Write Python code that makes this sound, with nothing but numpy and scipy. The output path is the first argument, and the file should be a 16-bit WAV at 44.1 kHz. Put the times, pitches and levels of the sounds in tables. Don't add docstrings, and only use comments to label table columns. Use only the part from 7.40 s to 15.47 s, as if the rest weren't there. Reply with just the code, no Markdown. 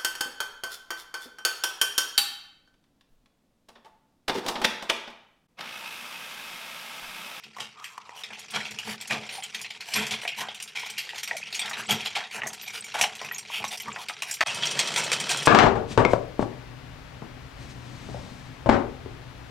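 import sys
import numpy as np
from scipy import signal
from scipy.fft import rfft, irfft, next_fast_len
from scipy.io import wavfile
from scipy.ndimage import uniform_filter1d, map_coordinates

SR = 44100
rng = np.random.default_rng(int(sys.argv[2]) if len(sys.argv) > 2 else 0)


def pcm_store(signal):
    levels = np.round(np.clip(np.atleast_2d(signal), -1, 1) * 32767)
    wavfile.write(sys.argv[1], SR, levels.astype(np.int16).T)


N = 355887
TIME = np.arange(N) / SR
RING_SIZE = 16384
AGE = np.arange(RING_SIZE) / SR
RING_HZ = np.fft.rfftfreq(RING_SIZE, 1 / SR)
GAP_START, GAP_END = 7.037, 7.062

# [pitch_hz, level_db]
STEEL_MODES = [(1925, -24), (2420, -9), (2575, -32), (3017, -9), (3257, 0.5), (4486, -9.5), (5146, -12),
               (5688, 2.5), (7262, -10), (7550, 3), (8970, 2.5), (9500, -4)]


def amp(db):
    return 10 ** (np.asarray(db) / 20)


def unit(x):
    return x / np.sqrt(np.mean(x ** 2) + 1e-20)


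def along(points, hz):
    f, v = np.transpose(points)
    return np.interp(np.log(hz + 1), np.log(f + 1), v)


def filtered(x, response):
    m = next_fast_len(len(x) + 4096)
    spectrum = rfft(x, m) * response(np.fft.rfftfreq(m, 1 / SR))
    return irfft(spectrum, m)[:len(x)]


def band(hz, lo_hz, hi_hz):
    return ((1 + (lo_hz / (hz + 1)) ** 12) * (1 + (hz / hi_hz) ** 12)) ** -.5


def wobble(size, step):
    knots = rng.standard_normal(int(size / step) + 4)
    return map_coordinates(knots, [np.arange(size) / step], order=2)


def add(track, s, sound):
    part = track[max(round(s * SR), 0):][:len(sound)]
    part += sound[:len(part)]


def machine(tone, hz, steel_db=4, frame_db=5, steel_width_hz=55):
    # [pitch_hz, width_hz, level_db]
    frame_modes = [(142, 25, -1), (213, 14, 1), (438, 10, -1), (746, 35, -1), (866, 8, 3), (942, 10, 3),
                   (1352, 8, 3)]

    def peak(centre, width):
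        return 1 / (1 + (2 * (hz - centre) / width) ** 2)

    steel = sum(amp(db + steel_db) ** 2 * peak(f, steel_width_hz) for f, db in STEEL_MODES)
    frame = sum(amp(db + frame_db) ** 2 * peak(f, width) for f, width, db in frame_modes)
    return amp(along(tone, hz)) * np.sqrt(1 + steel + frame)


def registers(tone):
    colour = machine(tone, RING_HZ)
    edges_hz = [(55, 480), (520, 1550), (2000, 5500), (5500, 17000)]
    return [colour * band(RING_HZ, lo, hi) for lo, hi in edges_hz]


def contact(colour, fade, ripple_db, ripple_hz):
    ripple = amp(ripple_db * wobble(len(colour), ripple_hz * RING_SIZE / SR))
    noise = rng.standard_normal(RING_SIZE)
    burst = irfft(rfft(noise) * colour * ripple) * fade
    return burst * np.linalg.norm(fade) / np.linalg.norm(burst)


def knocking(rate=260, t60=0.03, even=0.45):
    blows = (rng.random(RING_SIZE) < rate / SR) * rng.uniform(.4, 1, RING_SIZE)
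    power = signal.lfilter([1], [1, -amp(-60 / SR / t60) ** 2], blows)
    return np.sqrt(even + (1 - even) * power / power.mean())


def drive(colours, links, gains):
    grains = [rng.standard_normal(N), links, links, links]
    return sum(gain * rush(grain, colour) for gain, grain, colour in zip(gains, grains, colours))


def rush(noise, colour):
    grid_hz = np.linspace(0, SR / 2, len(colour))
    return unit(filtered(noise, lambda hz: np.interp(hz, grid_hz, colour)))


def chatter(rate, spread_db, colour_db, t60, even):
    _, t, z = signal.stft(rng.standard_normal(N), SR, nperseg=192)
    struck = rng.random(len(t)) < rate * t[1]
    sizes = struck * amp(spread_db * rng.uniform(-2, 1, len(t)))
    bands = np.clip(unit(uniform_filter1d(rng.standard_normal(z.shape), 3, 0)), -2, 1.6)
    blows = (sizes * amp(colour_db * bands)) ** 2
    power = signal.lfilter([1], [1, -amp(-60 * t[1] / t60) ** 2], blows)
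    return signal.istft(z * np.sqrt(power / power.mean() + abs(even)), nperseg=192)[1][:N]


def dulled(colours, corner_hz=7500):
    return [colour / np.sqrt(1 + (RING_HZ / corner_hz) ** 4) for colour in colours]


def jolting(rise_s=0.032, t60=0.35):
    # [crest_s, rumble_db, scrape_db]
    jolts = [(0.075, -58.5, -77), (0.22, -54, -50), (0.92, -58.5, -48), (1.172, -42, -35),
             (1.33, -51.5, -54), (1.492, -43, -42), (1.741, -38, -36.5), (2.59, -36, -32.5),
             (2.73, -45, -41), (2.19, -60.5, -55), (3.01, -50, -45), (4.269, -58, -39), (4.4, -48, -43),
             (4.525, -33.5, -35.5), (4.779, -59, -36.5), (4.975, -50, -37.5), (5.06, -45.5, -41.5),
             (5.63, -46, -36), (5.86, -51, -48), (6.22, -45, -49), (6.49, -45, -46)]
    rumble, scrape = np.zeros(N), np.zeros(N)
    for s, rumble_db, scrape_db in jolts:
        age = TIME - s
        rise = np.exp(-(np.minimum(age, 0) / rise_s) ** 2)
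        shape = rise * amp(-60 * np.maximum(age, 0) / t60)
        rumble = np.hypot(rumble, amp(rumble_db) * shape)
        scrape = np.hypot(scrape, amp(scrape_db) * shape)
    return rumble, scrape


def pedal_gains(rattle_db, rumble, scrape):
    load_db = 0.82 * (rattle_db + 39.5)
    frame = np.hypot(amp(-61.5 + load_db), rumble)
    bearings = np.hypot(amp(-56 + load_db), scrape)
    return [frame, bearings, amp(rattle_db - 9.5), amp(rattle_db - 17)]


def wheel_gains(rumble_db=-43.5, scrape_db=-40.5, links_db=-37.5, fizz_db=-45, build_s=0.13):
    build = 1 - np.exp(-np.maximum(TIME - GAP_START, 0) / build_s)
    return [amp(rumble_db) * build, amp(scrape_db), amp(links_db), amp(fizz_db)]


def clinks(pedal, wheel, level_db=-9.0, treble_db=1.0, body_db=-15, ring_db=-11, crack_db=-2,
           attack=0.00087, hardening=0.21, rebound_db=-9, rebound_s=0.009,
           roller_db=-11, roller_hz=12900, roller_width_hz=1000, roller_give=0.17):
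    # [start_s, level_db, treble_db]
    strikes = [(0.0358, -33.5, -15), (0.442, -27, -8.5), (0.835, -25.5, -16.5), (0.9315, -30, -18),
               (0.992, -39.5, 4.5), (1.106, -35, 0), (1.2538, -25, -20), (1.308, -35.5, -0.5),
               (1.387, -22, -10.5), (1.611, -29, -1), (1.6744, -37, 5), (1.7248, -24, -16),
               (1.8324, -32, -28), (1.8902, -26.5, -19), (2.0236, -27.5, -18), (2.034, -30.5, 0.5),
               (2.0454, -31, -22), (2.1459, -22, -9.5), (2.191, -30, -14), (2.2134, -32, 3),
               (2.2448, -26.5, -35), (2.304, -27, -16), (2.4066, -26.5, -11), (2.5368, -18, -3.5),
               (2.6664, -29, 1), (2.816, -27.5, -11), (2.8764, -17.5, -14.5), (3.006, -25, -8),
               (3.085, -26, -28), (3.1456, -30.5, -6), (3.2002, -27.5, -13), (3.224, -30.5, 3),
               (3.276, -32.5, -9), (3.394, -28.5, -5), (3.4998, -30.5, 0.5), (3.691, -24.5, -18),
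               (3.781, -26.5, -4), (3.8316, -23.5, -2), (3.875, -24.5, -7.5), (3.967, -26, -1.5),
               (4.126, -24, -10), (4.193, -19.5, -5), (4.2151, -20, -23), (4.257, -25, -10),
               (4.295, -33, 2.5), (4.3324, -23, -21), (4.5078, -12.5, -8.5), (4.606, -26.5, -13),
               (4.659, -18.5, -22), (4.838, -28.5, -33), (4.911, -29.5, -15), (5.0696, -42, 17.5),
               (5.131, -40, 9.5), (5.212, -35.5, -1), (5.277, -38.5, 5), (5.443, -30.5, -2),
               (5.6118, -12, -1.5), (5.638, -15.5, -10), (5.752, -32, -4), (5.8466, -27, -9),
               (5.982, -35.5, 11.5), (6.248, -25.5, -7), (6.278, -41, 13.5), (6.373, -32.5, 2),
               (6.3997, -26.5, -4.5), (6.685, -22.5, -9.5), (6.821, -20, -7), (6.911, -33.5, 13.5),
               (6.9388, -32, 7.5), (7.0075, -16, -18), (7.071, -23, -4), (7.1452, -28.5, 2.5),
               (7.2332, -15.5, -20), (7.254, -19.5, -6), (7.272, -21, -13), (7.31, -24, 0),
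               (7.3907, -12, -4), (7.402, -22, -19), (7.4413, -30, -6), (7.4728, -19.5, -8),
               (7.5387, -27, -3), (7.5603, -15, -9), (7.638, -30, 6), (7.7288, -15.5, -4),
               (7.8, -22.5, -0.5), (7.892, -18, -4), (7.9178, -21.5, -5), (7.971, -25, 0), (8.0265, -31, 0)]
    out = np.zeros(N)
    roller = 1 / (1 + ((RING_HZ - roller_hz) / roller_width_hz) ** 2)
    for s, db, bright_db in strikes:
        near = s < GAP_START
        _, body, links, fizz = pedal if near else wheel
        bright = amp(bright_db + treble_db)
        t60 = 0.1 * amp(-0.099 * bright_db)
        since = AGE - rebound_s * rng.uniform(0.31, 2)
        rebound = (since > 0) * amp(rebound_db - 60 * abs(since) / (t60 / 2))
        hard = amp(hardening * (db + 32.5))
        fade = amp(-60 * AGE / t60) + hard * amp(crack_db - 60 * AGE / 0.018) + rebound
        uneven_db = 5.5 if near else 3.5
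        clash = contact(links, fade, uneven_db, 371.7) + bright * contact(fizz, fade, uneven_db, 448)
        give_db = roller_give * (db + bright_db + 51)
        clash = clash + near * bright * amp(roller_db - give_db) * contact(roller, fade, 6.5, 403)
        knock = amp(body_db) * contact(body, fade, 3.6, 350)
        ring = np.zeros(RING_SIZE)
        for hz, mode_db in STEEL_MODES:
            gain = amp(mode_db + rng.normal(0, 1)) * (bright if hz > 5500 else 1)
            ring += gain * np.sin(2 * np.pi * hz * rng.normal(1, 0.00576) * AGE)
        ring *= amp(-45 * AGE / t60)
        onset = 1 - np.exp(-hard * AGE / attack)
        add(out, s, amp(db + level_db) * onset * (clash + knock + amp(ring_db) * ring))
    return out


def lurches(pedal, wheel, level_db=-7, body_db=3, treble_db=5.0, treble_dies=1.37):
    # [start_s, level_db, body_db, treble_db, swell_s, t60_s]
    whips = [(0.196, -26.5, -9.5, -10.5, 0.0063, 0.26), (1.131, -22, -8, -15.5, 0.023, 0.38),
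             (1.697, -18.5, -10, -16.5, 0.014, 0.27), (2.5464, -17, -10.5, -12.5, 0.017, 0.46),
             (2.708, -17, -20, -11.5, 0.0021, 0.23), (3.0047, -34.5, 4.5, -11, 0.0031, 0.35),
             (3.352, -24.5, -14.5, -17, 0.0046, 0.63), (3.5762, -22.5, -24, -12.5, 0.0062, 0.29),
             (4.139, -24.5, -37, -8, 0.011, 0.21), (4.485, -18, -8, -14, 0.015, 0.36),
             (4.7491, -17.5, -16, -17.5, 0.0086, 0.21), (5.537, -27, -2, -11.5, 0.0066, 0.39),
             (5.5838, -27.5, 2, -3.5, 0.008, 0.16), (7.56, -20.5, -5.5, -4, 0.019, 0.23),
             (7.7169, -16.5, -10.5, -9, 0.00093, 0.12), (7.893, -20, -6, -4, 0.018, 0.21),
             (8.0541, -20, -9.5, -2.5, 0.0055, 0.27)]
    out = np.zeros(N)
    for s, db, low_db, bright_db, swell, t60 in whips:
        _, body, links, fizz = pedal if s < GAP_START else wheel
        rise = np.minimum(AGE / max(swell, .001), 1)
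        fade = rise * amp(-60 * np.maximum(AGE - swell, 0) / t60)
        clash = contact(links, fade, 3.3, 250) + amp(low_db + body_db) * contact(body, fade, 4, 120)
        sparkle = amp(bright_db + treble_db) * contact(fizz, fade ** treble_dies, 1.6, 397)
        add(out, s, amp(db + level_db) * (clash + sparkle) * knocking())
    return out


def clacks(level_db=-10, knock_db=-2.0, ring_db=-4, crack_db=0.5, width_hz=240):
    # [start_s, level_db, knock_pitch_hz, arm_db, t60_s]
    stops = [(0.166, -26, 1150, -17, 0.053), (0.185, -28.5, 825, 3, 0.049), (0.399, -27, 1120, -20, 0.01),
             (0.5783, -21, 1160, -8.5, 0.029), (0.6928, -26.5, 920, -3, 0.017), (1.709, -28, 730, 13, 0.57),
             (1.982, -31, 790, -20, 0.29), (2.833, -31, 766, 5, 0.059), (2.852, -27, 720, 7, 0.19),
             (3.012, -23.5, 1030, -3, 0.14), (3.086, -27, 755, -9, 0.04), (3.432, -29, 860, -2, 0.097),
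             (3.732, -33.5, 900, 2, 0.15), (3.911, -23.5, 860, 8.5, 0.099), (4.311, -29, 1230, 6, 0.23),
             (4.764, -21.5, 760, -13, 0.27), (4.97, -33, 885, -12, 0.13), (5.018, -30.5, 1210, 10.5, 0.14),
             (5.034, -27, 990, 6.5, 0.16), (5.062, -25, 720, 1, 0.027), (5.073, -35, 700, 10, 0.15),
             (5.548, -20, 716, -15, 0.18), (5.611, -19.5, 756, 4, 0.33), (5.638, -16.5, 800, 5, 0.078),
             (5.814, -24, 890, -2, 0.11), (5.912, -39.5, 970, 18.5, 0.36), (6.101, -29.5, 960, -16, 0.069),
             (6.201, -30, 830, -12, 0.2), (6.241, -12.5, 1050, -4.5, 0.032), (6.481, -25, 1140, -3, 0.093),
             (6.561, -28.5, 926, 6, 0.26), (6.696, -26, 1270, 3.5, 0.13), (6.823, -29.5, 1080, -1, 0.16),
             (7.007, -14.5, 1220, 2, 0.09), (7.012, -16, 1280, 8.5, 0.12), (7.027, -17, 774, 3, 0.14)]
    # [frequency_hz, level_db]
    crank_tone = [(200, -12), (450, -9), (720, 2.5), (1200, -3), (2000, -28), (3000, -16.5), (6000, -12),
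                  (14000, -34)]
    # [pitch_hz, level_db]
    arm_modes = [(1905, 2.5), (2120, -11)]
    out = np.zeros(N)
    damping = amp(-60 * AGE / .11)
    for s, db, pitch_hz, arm_db, t60 in stops:
        resonance = 1 + 3.9 / (1 + (2 * (RING_HZ - pitch_hz) / width_hz) ** 2)
        colour = amp(along(crank_tone, RING_HZ)) * resonance
        fade = amp(-60 * AGE / t60) + .6 * amp(-60 * AGE / .02)
        fade = fade * (1 - np.exp(-AGE / .0004))
        tone = fade * damping * np.sin(2 * np.pi * pitch_hz * AGE)
        knock = contact(colour, fade, 3.6, 153.0) + amp(knock_db) * tone
        arm = np.zeros(RING_SIZE)
        for hz, mode_db in arm_modes:
            gain = amp(mode_db + rng.normal(0, 1.5))
            arm += gain * np.sin(2 * np.pi * hz * rng.normal(1, 0.012) * AGE)
        crack_fade = fade * amp(-60 * AGE / 0.06)
        crack = amp(crack_db) * contact(band(RING_HZ, 1700, 2300), crack_fade, 1, 220)
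        metal = crack + amp(ring_db) * fade * damping * arm
        add(out, s, amp(db + level_db) * (knock + amp(arm_db) * metal))
    return signal.sosfilt(signal.butter(2, 220, "highpass", fs=SR, output="sos"), out)


def ping(pitch_hz, t60, width=0.028, attack=0.0006):
    colour = 1 / (1 + ((RING_HZ / pitch_hz - 1) / width) ** 2)
    fade = amp(-60 * AGE / t60) * (1 - np.exp(-AGE / attack))
    return contact(colour, fade, 5, 236)


def pings(level_db=2):
    # [start_s, level_db, pitch_hz, t60_s]
    loose_parts = [(1.925, -45.5, 9300, 0.42), (2.556, -35, 11600, 0.22), (3.581, -42, 11800, 0.18),
                   (4.029, -27, 2570, 0.029), (4.151, -35.5, 6700, 0.12), (4.465, -39, 7750, .04),
                   (4.508, -34, 11900, 0.13), (5.018, -28.5, 2870, 0.03), (5.069, -33.5, 6340, 0.091),
                   (5.223, -43, 12300, 0.19), (5.279, -35, 2350, 0.16), (5.408, -30, 8300, 0.023),
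                   (5.921, -39, 11750, 0.13), (5.946, -34.5, 6540, 0.1), (6.42, -38, 13200, .04),
                   (6.528, -36, 7300, 0.029), (7.091, -27, 2680, 0.055), (7.27, -19.5, 5800, 0.02)]
    out = np.zeros(N)
    for s, db, pitch_hz, t60 in loose_parts:
        add(out, s, amp(db + level_db) * ping(pitch_hz, t60))
    return out


def hiss_swells(pedal, level_db=0, body_db=-8, treble_db=-7, air_hz=11000, squareness=3.3):
    # [crest_s, level_db, length_s]
    swells = [(0.06, -51, 0.042), (0.481, -50, 0.14), (0.793, -44.5, 0.073), (1.5, -37, 0.099),
              (1.955, -39.5, 0.09), (2.516, -38, 0.1), (2.843, -41, 0.037), (3.002, -33.5, 0.06),
              (3.468, -38.5, 0.024), (3.781, -40, 0.062), (4.397, -35, 0.045), (4.665, -34.5, 0.033),
              (4.959, -36.5, 0.071), (5.367, -37, 0.07), (6.162, -38, 0.1), (6.335, -35, 0.055),
              (6.617, -41.5, 0.054), (6.903, -38, 0.069)]
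    out = np.zeros(N)
    _, body, links, fizz = pedal
    airy = fizz * (1 + (RING_HZ / air_hz) ** 3)
    crest = AGE[-1] / 2
    for s, db, length in swells:
        swell = np.exp(-np.abs(2 * (AGE - crest) / length) ** squareness) * knocking()
        for part_db, colour in [(body_db, body), (-2, links), (treble_db, airy)]:
            add(out, s - crest, amp(db + level_db + part_db) * contact(colour, swell, 4, 330))
    return out


def rubs(level_db=0, width=0.22):
    # [crest_s, level_db, length_s, pitch_hz]
    dry_spots = [(0.402, -50, 0.1, 1120), (0.583, -55, 0.53, 1130), (0.74, -49, 0.13, 890),
                 (2.935, -38, 0.07, 2620), (3.944, -43.5, 0.079, 685), (4.074, -40, 0.052, 2630),
                 (4.387, -39.5, 0.1, 1440), (6.162, -31.5, 0.083, 2820), (6.487, -35.5, 0.032, 1090),
                 (6.598, -43.5, 0.044, 1010)]
    out = np.zeros(N)
    crest = AGE[-1] / 2
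    for s, db, length, pitch_hz in dry_spots:
        colour = 1 / (1 + ((RING_HZ / pitch_hz - 1) / width) ** 4)
        swell = np.exp(-(2 * (AGE - crest) / length) ** 2)
        swell = swell * amp(2 * wobble(RING_SIZE, 700)) * knocking()
        add(out, s - crest, amp(db + level_db) * contact(colour, swell, 2, 121))
    return out


def frame_note(rumble, note_hz=216, note_db=-2.5, waver=0.78):
    phase = 2 * np.pi * note_hz * TIME + waver * wobble(N, 1800)
    return amp(note_db) * rumble * np.sqrt(2) * np.sin(phase)


def wheel_ring(waver=1.8, swell_db=4):
    # [pitch_hz, level_db]
    wheel_modes = [(143, -53.5), (942, -51.5), (2579, -42.5), (3015, -42.5), (3257, -41.5)]
    out = np.zeros(N)
    for hz, db in wheel_modes:
        gain = amp(db + swell_db * wobble(N, 700))
        out += gain * np.sin(2 * np.pi * hz * TIME + waver * wobble(N, 800))
    return out


def workshop(x, t60=0.22, dull_hz=5000):
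    tail = rng.standard_normal(RING_SIZE) * amp(-60 * AGE / t60) * (1 - np.exp(-AGE / 0.0063))
    tail = filtered(tail, lambda hz: 1 / (1 + 1j * hz / dull_hz))
    return signal.fftconvolve(x, tail / np.linalg.norm(tail))[:N]


def shop_rumble(level_db=-80, corner_hz=40):
    return amp(level_db) * unit(filtered(rng.standard_normal(N), lambda hz: band(hz, 16, corner_hz)))


def scene(room_db=-17):
    # [frequency_hz, level_db]
    pedal_tone = [(24, -64), (40, -22), (112, -4.5), (171, -8), (209, -4), (256, -10.5), (345, -11.5),
                  (433, -2), (529, -10), (751, -5), (1270, -6), (2380, 11), (10700, -15), (11800, -17.5),
                  (16000, -34)]
    wheel_tone = [(24, -64), (40, -6), (91, -31), (137, 0), (276, -6), (663, 6), (751, -1.5), (918, 0.5),
                  (1760, 3), (3220, -1.5), (3650, -1), (9450, -13), (10700, -27.5), (12800, -25),
                  (16000, -38)]
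    # [time_s, rattle_db]
    pedalling = [(0.0, -50.5), (0.68, -48.5), (1.2, -36.5), (2.3, -41), (2.75, -39.5), (3.31, -43.5),
                 (3.37, -40), (4.7, -34.5), (4.88, -42.5), (5.3, -36), (6.35, -38.5), (6.65, -40),
                 (7.0, -40.5)]
    pedal, wheel = registers(pedal_tone), registers(wheel_tone)
    rattle_db = np.interp(TIME, *np.transpose(pedalling))
    near_links = chatter(rate=170, spread_db=3, colour_db=6.5, t60=.045, even=.08)
    far_links = chatter(rate=120, spread_db=3, colour_db=4.5, t60=.03, even=.6)
    rumble, scrape = jolting()
    by_pedals = drive(dulled(pedal), near_links, pedal_gains(rattle_db, rumble, scrape))
    by_pedals = by_pedals + frame_note(rumble)
    by_wheel = drive(wheel, far_links, wheel_gains()) + wheel_ring()
    hits = clinks(pedal, wheel) + lurches(pedal, wheel) + clacks() + pings()
    mono = np.where(TIME < GAP_START, by_pedals, by_wheel) + hits
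    mono = mono + hiss_swells(pedal) + rubs() + amp(room_db) * workshop(hits) + shop_rumble()
    gap = (TIME > GAP_START) & (TIME < GAP_END)
    gap_gain = amp(np.interp(TIME, [GAP_START, GAP_END], [-48, -14]))
    mono = mono * np.where(gap, gap_gain, 1)
    return np.array([mono, mono])


def record(dry, low_hz=62, top_hz=16000):
    thin = signal.sosfilt(signal.butter(2, low_hz, "highpass", fs=SR, output="sos"), dry)
    return np.array([filtered(channel, lambda hz: hz < top_hz) for channel in thin])


dry = scene()
out = record(dry)
pcm_store(out)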